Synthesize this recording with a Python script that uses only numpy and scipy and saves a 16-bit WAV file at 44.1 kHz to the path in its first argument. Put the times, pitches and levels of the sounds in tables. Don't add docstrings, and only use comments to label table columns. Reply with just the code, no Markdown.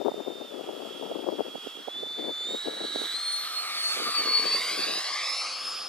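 import sys
import numpy as np
from scipy import signal
from scipy.fft import rfft, irfft, next_fast_len
from scipy.io import wavfile
from scipy.ndimage import uniform_filter1d

SR = 44100
rng = np.random.default_rng(int(sys.argv[2]) if len(sys.argv) > 2 else 0)


def invert_db(x):
    u = np.asarray(x, float) / 20
    return 10 ** u


def generate_wav(sig):
    pcm = np.round(np.clip(np.atleast_2d(sig).T, -1, 1) * 32767).astype(np.int16)
    wavfile.write(sys.argv[1], SR, pcm)


N = 259616

# (t/s, height/m, lead of the left port/us)
FLIGHT_PATH = [(0, 6.84, 17), (1.66, 4.32, 36), (2.2, 2.82, 29), (2.8, 2.27, 36), (3.2, 1.69, 35.5),
               (3.55, 1.6, 77.5), (3.93, 2.56, 114.5), (4.28, 3.36, 60), (4.6, 2.58, 30.5), (4.8, 2.36, 46),
               (5.0, 2.36, 53), (5.63, 2.19, -6), (5.89, 2.5, -29)]
SPEED_M_S, CLOSEST_M, CLOSEST_S, SOUND_M_S = 27.75, 17.5, 4.433, 343
BASS_CUT_HZ = 152


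def evened(x):
    return x / np.sqrt(np.mean(x ** 2) + 1e-20)


def read(points, hz):
    f, value = np.transpose(points)
    return np.interp(np.log(hz + 1), np.log(f + 1), value)


def curves(rows, t):
    s, *columns = np.transpose(rows)
    return [np.interp(t, s, c) for c in columns]


def bumps(rows, t, half_s):
    s, *heights = np.transpose(rows)
    bells = np.exp(-.5 * ((t - s[:, None]) / half_s) ** 2)
    return np.array(heights) @ bells


def wander(shape, *spans):
    x = rng.standard_normal(shape)
    for axis, span in enumerate(spans):
        size = max(round(span), 1)
        for _ in range(2):
            x = uniform_filter1d(x, size, axis=axis)
    return evened(x)


def coloured(x, points):
    size = next_fast_len(x.shape[-1])
    gain = invert_db(read(points, np.fft.rfftfreq(size, 1 / SR)))
    return irfft(rfft(x, size) * evened(gain), size)[..., :x.shape[-1]]


def field():
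    # (f/Hz, level/dB)
    floor_colour = [(25, -28), (60, -47), (120, -29), (300, -6), (900, -6), (2000, -13.5), (5000, -15),
                    (9000, -25), (15000, -22)]
    floor_db = -52
    noise = rng.standard_normal((3, N))
    return invert_db(floor_db) * coloured(noise[:2] + 0.38 * noise[2], floor_colour)


def eddies(gusts, slaps):
    gap_s, spread_db, gust_edge_s = .018, 3, 0.0087
    pop_hz, pop_hz_per_db, pop_spread = 498, 11.5, 0.12
    place, size, pitch = rng.standard_normal((int(N / SR / gap_s), 3)).T
    s = (np.arange(len(place)) + .5 + .3 * place) * gap_s
    s = np.clip(s, 0, N / SR - .01)
    start, length, usual_db = np.transpose(gusts)[:, :, None]
    outside = np.maximum(np.maximum(start - s, s - start - length), 0) / gust_edge_s
    db = (usual_db - 10 * outside).max(0) + spread_db * size
    slap_s, slap_db = np.transpose(slaps)
    s, db = np.r_[s, slap_s], np.r_[db, slap_db]
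    pitch = np.r_[pitch, np.zeros(len(slaps))]
    hz = pop_hz + pop_hz_per_db * (np.maximum(db, -45) + 22)
    return np.transpose([s, db, hz * np.exp(pop_spread * pitch)])


def wind(pops, rustle_s):
    # (f/Hz, level/dB)
    rustle_colour = [(60, -93), (150, -21), (280, 1.5), (450, 3), (650, -4), (900, -12.5), (1400, -24.5),
                     (2500, -50)]
    pad = 2000
    t = np.arange(-pad, pad) / SR
    thumps, rustle_power = np.zeros((2, N + 2 * pad))
    for (s, db, hz), (turn, length) in zip(pops, rng.random((len(pops), 2))):
        shape = np.exp(-.5 * (t * hz / (.27 + .2 * length)) ** 2)
        part = slice(round(s * SR), round(s * SR) + 2 * pad)
        thumps[part] += invert_db(db - 3.35) * shape * np.cos(2 * np.pi * (hz * t + turn))
        rustle_shape = np.exp(-.5 * ((t + 0.0016) / rustle_s) ** 2)
        rustle_power[part] += invert_db(0.82 * db - 19.0) ** 2 * rustle_shape
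    lumps = invert_db(4 * wander(len(thumps), 90))
    noise = rng.standard_normal(len(thumps))
    rustle = coloured(noise * np.sqrt(rustle_power) * lumps, rustle_colour)
    wind_filter = signal.butter(4, BASS_CUT_HZ, "high", fs=SR, output="sos")
    return signal.sosfilt(wind_filter, thumps + rustle)[pad:N + pad]


def flight(t):
    # (t/s, f/Hz)
    throttle = [(0, 3330), (.456, 3048), (1.856, 3251), (2.426, 3455), (2.528, 3604), (3.102, 3990),
                (3.65, 4155), (3.885, 4392), (4.13, 4345), (4.285, 4450), (4.405, 4585), (4.522, 4880),
                (4.831, 5194), (4.998, 5343), (5.101, 5576)]
    spool_s = .035
    along = SPEED_M_S * (t - CLOSEST_S)
    metres = np.hypot(along, CLOSEST_M)
    behind = along / metres
    s, settled_hz = np.transpose(throttle)
    u = np.maximum(t[:, None] - s[1:], 0) / spool_s
    fan_hz = settled_hz[0] + (1 - (1 + u) * np.exp(-u)) @ np.diff(settled_hz)
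    heard_hz = fan_hz / (1 + SPEED_M_S / SOUND_M_S * behind)
    return metres, behind, fan_hz, heard_hz


def roar_levels(t):
    # (level at closest/dB, per throttle octave/dB, air loss per 100 m/dB, broadside dip/dB)
    layer_laws = [
        (-30, 7, -6.1, -1.5),
        (-38, 9.5, -3.8, 2.5),
        (-29, 3.5, -9.5, -20),
        (-37.5, 2.5, -10.5, -2),
    ]
    # (t/s, half length/s, duct level/dB, treble level/dB)
    swells = [(0.864, 0.23, 7, 5.5), (1.666, 0.073, 3, 4.5), (2.05, 0.22, -1.5, -4), (2.598, 0.13, -1, 1),
              (3.06, 0.088, -1, 5), (3.674, 0.13, 4, -1.5), (3.896, .08, -1, 4), (4.09, 0.066, 4.5, 1),
              (4.627, 0.091, -2.5, 2), (4.787, 0.16, -4, -0.5), (5.223, 0.11, 1, -1), (5.598, 0.05, 2, -5),
              (5.88, 0.11, -1, -5.5)]
    broadside, broadside_width = -0.069, 0.36
    cruise_hz = 4600
    metres, behind, fan_hz, _ = flight(t)
    side = np.exp(-.5 * ((behind - broadside) / broadside_width) ** 2)
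    causes = [np.ones_like(t), np.log2(fan_hz / cruise_hz), (metres - CLOSEST_M) / 100, side]
    s, half_s, *heights = np.transpose(swells)
    duct_db, treble_db = bumps(np.transpose([s, *heights]), t, half_s[:, None])
    swell_db = [0.205 * treble_db, duct_db, treble_db, .9 * treble_db]
    return np.array(layer_laws) @ causes + swell_db - 20 * np.log10(metres / CLOSEST_M)


def roar():
    # (f/Hz, level/dB)
    exhaust = [(150, -25), (300, -41), (700, -3.5), (950, -12.5), (1500, -5), (2200, 2.4), (3000, -3.5),
               (4500, 3), (6000, -14.5), (9000, -48)]
    hiss = [(4000, -6), (5500, -0.3), (8000, 1), (10500, -1), (12000, -7.5), (15000, -5.5)]
    # (pitch/blade tones, level/dB)
    wash = [(.5, -32), (.75, -5), (.9, -2.5), (1.02, 0.3), (1.15, -9.5), (1.35, -12), (1.8, -25)]
    # (t/s, f/Hz)
    duct = [(0, 1280), (2.5, 1330), (3.7, 1250), (4.1, 1240), (4.5, 1130), (5, 1150), (5.89, 1245)]
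    # (f/Hz, share of the direct sound)
    grass = [(600, .4), (1500, .7), (3000, .75), (5000, .6), (7000, .4), (10000, .2)]
    # (t/s, factor)
    aimed_down = [(0, .8), (1.8, .9), (3.1, 1.0), (3.5, .45), (4.15, .4), (4.55, .85), (5.89, .95)]
    # (t/s, delay/ms)
    body = [(1.9, 1.27), (2.4, 1.55), (4.3, 1.55), (4.5, 1.65)]
    # (f/Hz, likeness 0-1)
    likeness = [(500, 0.95), (2000, 0.91), (4500, 0.95), (8000, 0.52), (14000, 0.3)]
    duct_width_hz, ear_m, grass_turn, body_share = 72, 1.5, .9 * np.pi, 0.14

    frames, hz = N // 256 + 5, np.fft.rfftfreq(1024, 1 / SR)[:, None]
    t = np.arange(frames) * 256 / SR
    metres, _, _, blade_hz = flight(t)
    height_m, lead_us = curves(FLIGHT_PATH, t)

    howl = np.exp(-.25 * ((hz - curves(duct, t)[0]) / duct_width_hz) ** 2)
    wash_gain = invert_db(read(wash, hz / blade_hz))
    layers = [invert_db(read(exhaust, hz)), howl, wash_gain, invert_db(read(hiss, hz))]
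    power = 0
    for gain, db in zip(layers, roar_levels(t)):
        power = power + gain ** 2 / (gain ** 2).sum(0) * invert_db(db) ** 2
    power = power * hz ** 6 / (hz ** 6 + BASS_CUT_HZ ** 6)

    echo_ms = 2000 * height_m * ear_m / metres / SOUND_M_S
    echo = np.clip(read(grass, hz), 0, 1) * curves(aimed_down, t)[0]
    echo = echo * (1 - howl)
    comb = abs(1 + echo * np.exp(1j * (2 * np.pi * hz * echo_ms / 1000 + grass_turn)))
    body_delay = np.exp(2j * np.pi * hz * curves(body, t)[0] / 1000)
    comb *= abs(1 - body_share * (1 - howl) * body_delay / (1 + (hz / 5000) ** 4))

    air_db = 1.13 * wander((frames, len(hz)), 6, 14).T + 0.37 * wander(frames, 5)
    a, b, c, d = rng.standard_normal((frames, len(hz), 4)).T
    same = np.clip(read(likeness, hz), -1, 1)
    left = a + 1j * b
    lag = np.exp(-2j * np.pi * hz * lead_us / 1e6)
    right = same * left * lag + np.sqrt(1 - same ** 2) * (c + 1j * d)
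    z = np.array([left, right]) * np.sqrt(power / (1 + echo ** 2)) * comb * invert_db(air_db)
    return signal.istft(z, nperseg=1024, noverlap=768)[1][:, :N]


def whine():
    # (t/s, level at closest distance/dB, left-right/dB, 2nd harmonic relative to it/dB)
    tone = [(0, -33, 2, -19.5), (.36, -30, -2.5, -20), (.7, -37, -6, -27), (.95, -33.5, -11, -24),
            (1.2, -34.5, -5, -40), (1.68, -32.5, -7, -23), (1.86, -34.5, -4, -26), (1.96, -24.5, -1.2, -28),
            (2.3, -25, -1.2, -27.5), (2.51, -23.5, -3.5, -12), (2.72, -30.5, -4, -19),
            (3.05, -29.5, -9.5, -16), (3.33, -24.5, 1.5, -5.5), (3.5, -39, -2, -6), (4.3, -35, 0, -17),
            (4.7, -41, -4.5, -7.5), (5.1, -41.5, -0.5, -7), (5.89, -31.5, 4, -13.5)]
    # (t/s, left/dB, right/dB)
    glints = [(3.11, -5, -0.5), (3.15, 8.5, -2), (3.2, -3, -4.5), (3.58, 11, 12.5), (3.79, 5, 4),
              (3.87, 13.5, 11.5), (3.92, -3, 6), (4.0, -6, -4), (4.08, 1.5, -1), (4.14, 3, -1.5),
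              (4.195, 14, 14), (4.228, -7.5, -7), (4.285, 8, 9), (4.33, 2, 0), (4.37, 14.5, 13.5),
              (4.425, 4, -1), (4.47, 9.5, 5.5), (4.54, 14, 10.5), (4.6, 0, 4), (4.645, -4, -1),
              (4.69, 11, 3.5), (4.82, 8, 7.5), (4.92, 5, 2), (4.98, 8, 11), (5.06, -5, -9),
              (5.12, 10.5, -7), (5.19, -5, -4), (5.31, 3, 13.5), (5.39, 8, 8), (5.55, 1, -14), (5.68, 4, 5),
              (5.78, -8, 2)]
    # (t/s, level/dB)
    third = [(0, -95), (2.8, -76), (3.0, -62), (3.38, -53), (3.7, -61), (4.0, -62), (4.55, -58), (4.8, -59),
             (4.95, -66)]
    # (t/s, level/dB)
    shaft = [(0, -90), (4.15, -107), (4.3, -50.5), (4.7, -55), (4.8, -76), (5.1, -90), (5.2, -56.5),
             (5.89, -62)]
    # (t/s, f/Hz, level/dB)
    beat = [(2.569, 1500, -60), (2.594, 1759, -54), (2.654, 1667, -52), (2.773, 1655, -54.5),
            (3.116, 1630, -50.5), (3.138, 1493, -57), (3.17, 1480, -72)]
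    blades, glint_s, second_glint = 10, 0.029, 0.64

    t = np.arange(N) / SR
    metres, _, _, blade_hz = flight(t)
    shake = np.interp(t, [2.8, 3.4, 4.6, 5.1, 5.3], [.4, 1, 1.1, 1.7, .9])
    hz = blade_hz * (1 + 0.00159 * shake * wander(N, 160))
    lead_s = curves(FLIGHT_PATH, t)[1] / 1e6
    phase = 2 * np.pi * (np.cumsum(hz) / SR + np.array([[.5], [-.5]]) * hz * lead_s)

    tone_db, pan_db, below_db = curves(tone, t)
    tone_db = tone_db - 20 * np.log10(metres / CLOSEST_M)
    glint_db = bumps(glints, t, glint_s)
    first_db = tone_db + np.array([pan_db / 2, -pan_db / 2]) + glint_db
    second_db = tone_db + below_db + second_glint * glint_db.mean(0)
    flutter_db = 2.3 * shake * wander(N * 6, 380).reshape(-1, 2, N)
    out = invert_db(first_db + flutter_db[0]) * np.sin(phase)
    out += invert_db(second_db + flutter_db[1]) * np.sin(2 * phase)
    out += invert_db(curves(third, t)[0] + flutter_db[2]) * np.sin(3 * phase)
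    out += invert_db(curves(shaft, t)[0]) * np.sin(phase / blades)

    beat_hz, beat_db = curves(beat, t)
    beat_on = np.clip(np.minimum(t - beat[0][0], beat[-1][0] - t) / 0.022, 0, 1)
    out += beat_on * invert_db(beat_db) * np.sin(2 * np.pi * np.cumsum(beat_hz) / SR)
    return np.sqrt(2) * out


def scene():
    # (start/s, length/s, usual pop level/dB)
    gusts_left = [(0, 0.077, -30), (.16, 0.3, -26.5), (.51, 0.23, -27), (.74, .16, -24), (.9, .11, -27),
                  (1.02, .33, -21.5), (1.38, .1, -26.5), (1.52, 0.036, -37), (1.63, 0.042, -35.5),
                  (1.8, 0.034, -41), (2.0, 0.032, -33), (2.09, 0.033, -37.5), (2.18, .13, -24.5),
                  (2.42, .03, -33), (2.49, 0.067, -28.5), (2.65, 0.23, -28.5), (2.96, 0.091, -27.5),
                  (4.02, 0.088, -26.5), (4.26, 0.053, -27.5), (4.43, 0.22, -32.5), (4.7, 0.29, -30.5),
                  (5.6, 0.33, -47)]
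    gusts_right = [(.63, 0.045, -48), (1.32, .1, -46), (1.5, 0.079, -35), (1.76, 0.038, -33),
                   (1.95, .13, -33), (2.47, .05, -31.5), (2.88, .17, -32.5), (3.96, .06, -28),
                   (4.18, 0.13, -24.5), (4.36, 0.087, -31.5)]
    # (t/s, peak level/dB)
    slaps_left = [(.016, -15), (.063, -8.5), (.084, -5.5), (0.179, -23), (.204, -15), (0.282, -15.5),
                  (.419, -21), (.523, -22), (.577, -25), (.597, -27), (.611, -19.5), (.696, -19.5),
                  (.868, -23), (1.065, -18), (1.16, -17.5), (1.288, -10), (1.326, -18), (1.407, -8),
                  (2.195, -20), (2.294, -15), (2.675, -15), (2.814, -17.5), (2.842, -18), (4.456, -17.5),
                  (4.797, -19), (4.897, -25)]
    slaps_right = [(.119, -15), (0.144, -19), (.692, -18.5), (1.115, -15), (1.331, -24), (1.404, -24),
                   (1.556, -16.5), (1.672, -19), (1.884, -12.5), (2.035, -20.5), (2.317, -27),
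                   (2.96, -17.5), (3.018, -19.5), (3.14, -34), (3.975, -20), (4.0, -22), (4.196, -23),
                   (4.397, -24.5)]
    left = wind(eddies(gusts_left, slaps_left), 0.0075)
    right = wind(eddies(gusts_right, slaps_right), 0.0034)
    return field() + np.array([left, right]) + roar() + whine()


def band_limit(x):
    return signal.sosfilt(signal.butter(12, 15240, fs=SR, output="sos"), x)


def record(dry):
    # (t/s, share 0-1)
    top_kept = [(0, .97), (2.3, .85), (2.7, .55), (3.1, .6), (3.5, .8), (3.9, .85), (4.15, .55), (4.8, .5),
                (5.1, .08), (5.45, .04), (5.7, .33)]
    edge_hz = 14600
    calm_db, mask_db = -30.5, -37
    hz, t, z = signal.stft(dry, SR, "cosine", nperseg=2048)
    band, block = (hz // 260).astype(int), np.arange(len(t)) // 2
    luck = rng.random((block.max() + 1, band.max() + 1))[block][:, band].T
    kept = (luck < curves(top_kept, t)[0]) | (hz < 11100)[:, None]
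    kept |= abs(hz[:, None] - 3 * flight(t)[3]) < 110
    below = np.cumsum(abs(z) ** 2, 1)
    jet = (abs(z[:, hz > 1500]) ** 2).sum(1, keepdims=True)
    bass = below[:, hz < 350][:, -1:].sum(0)
    calm = bass < invert_db(2 * calm_db) * uniform_filter1d(jet.sum(0), 5)
    kept = kept & (below > invert_db(2 * mask_db) * jet * calm)
    kept = kept & (hz < edge_hz)[:, None]
    mix = signal.istft(z * kept, SR, "cosine", nperseg=2048)[1][:, :N]
    return band_limit(mix)


dry = scene()
out = record(dry)
generate_wav(out)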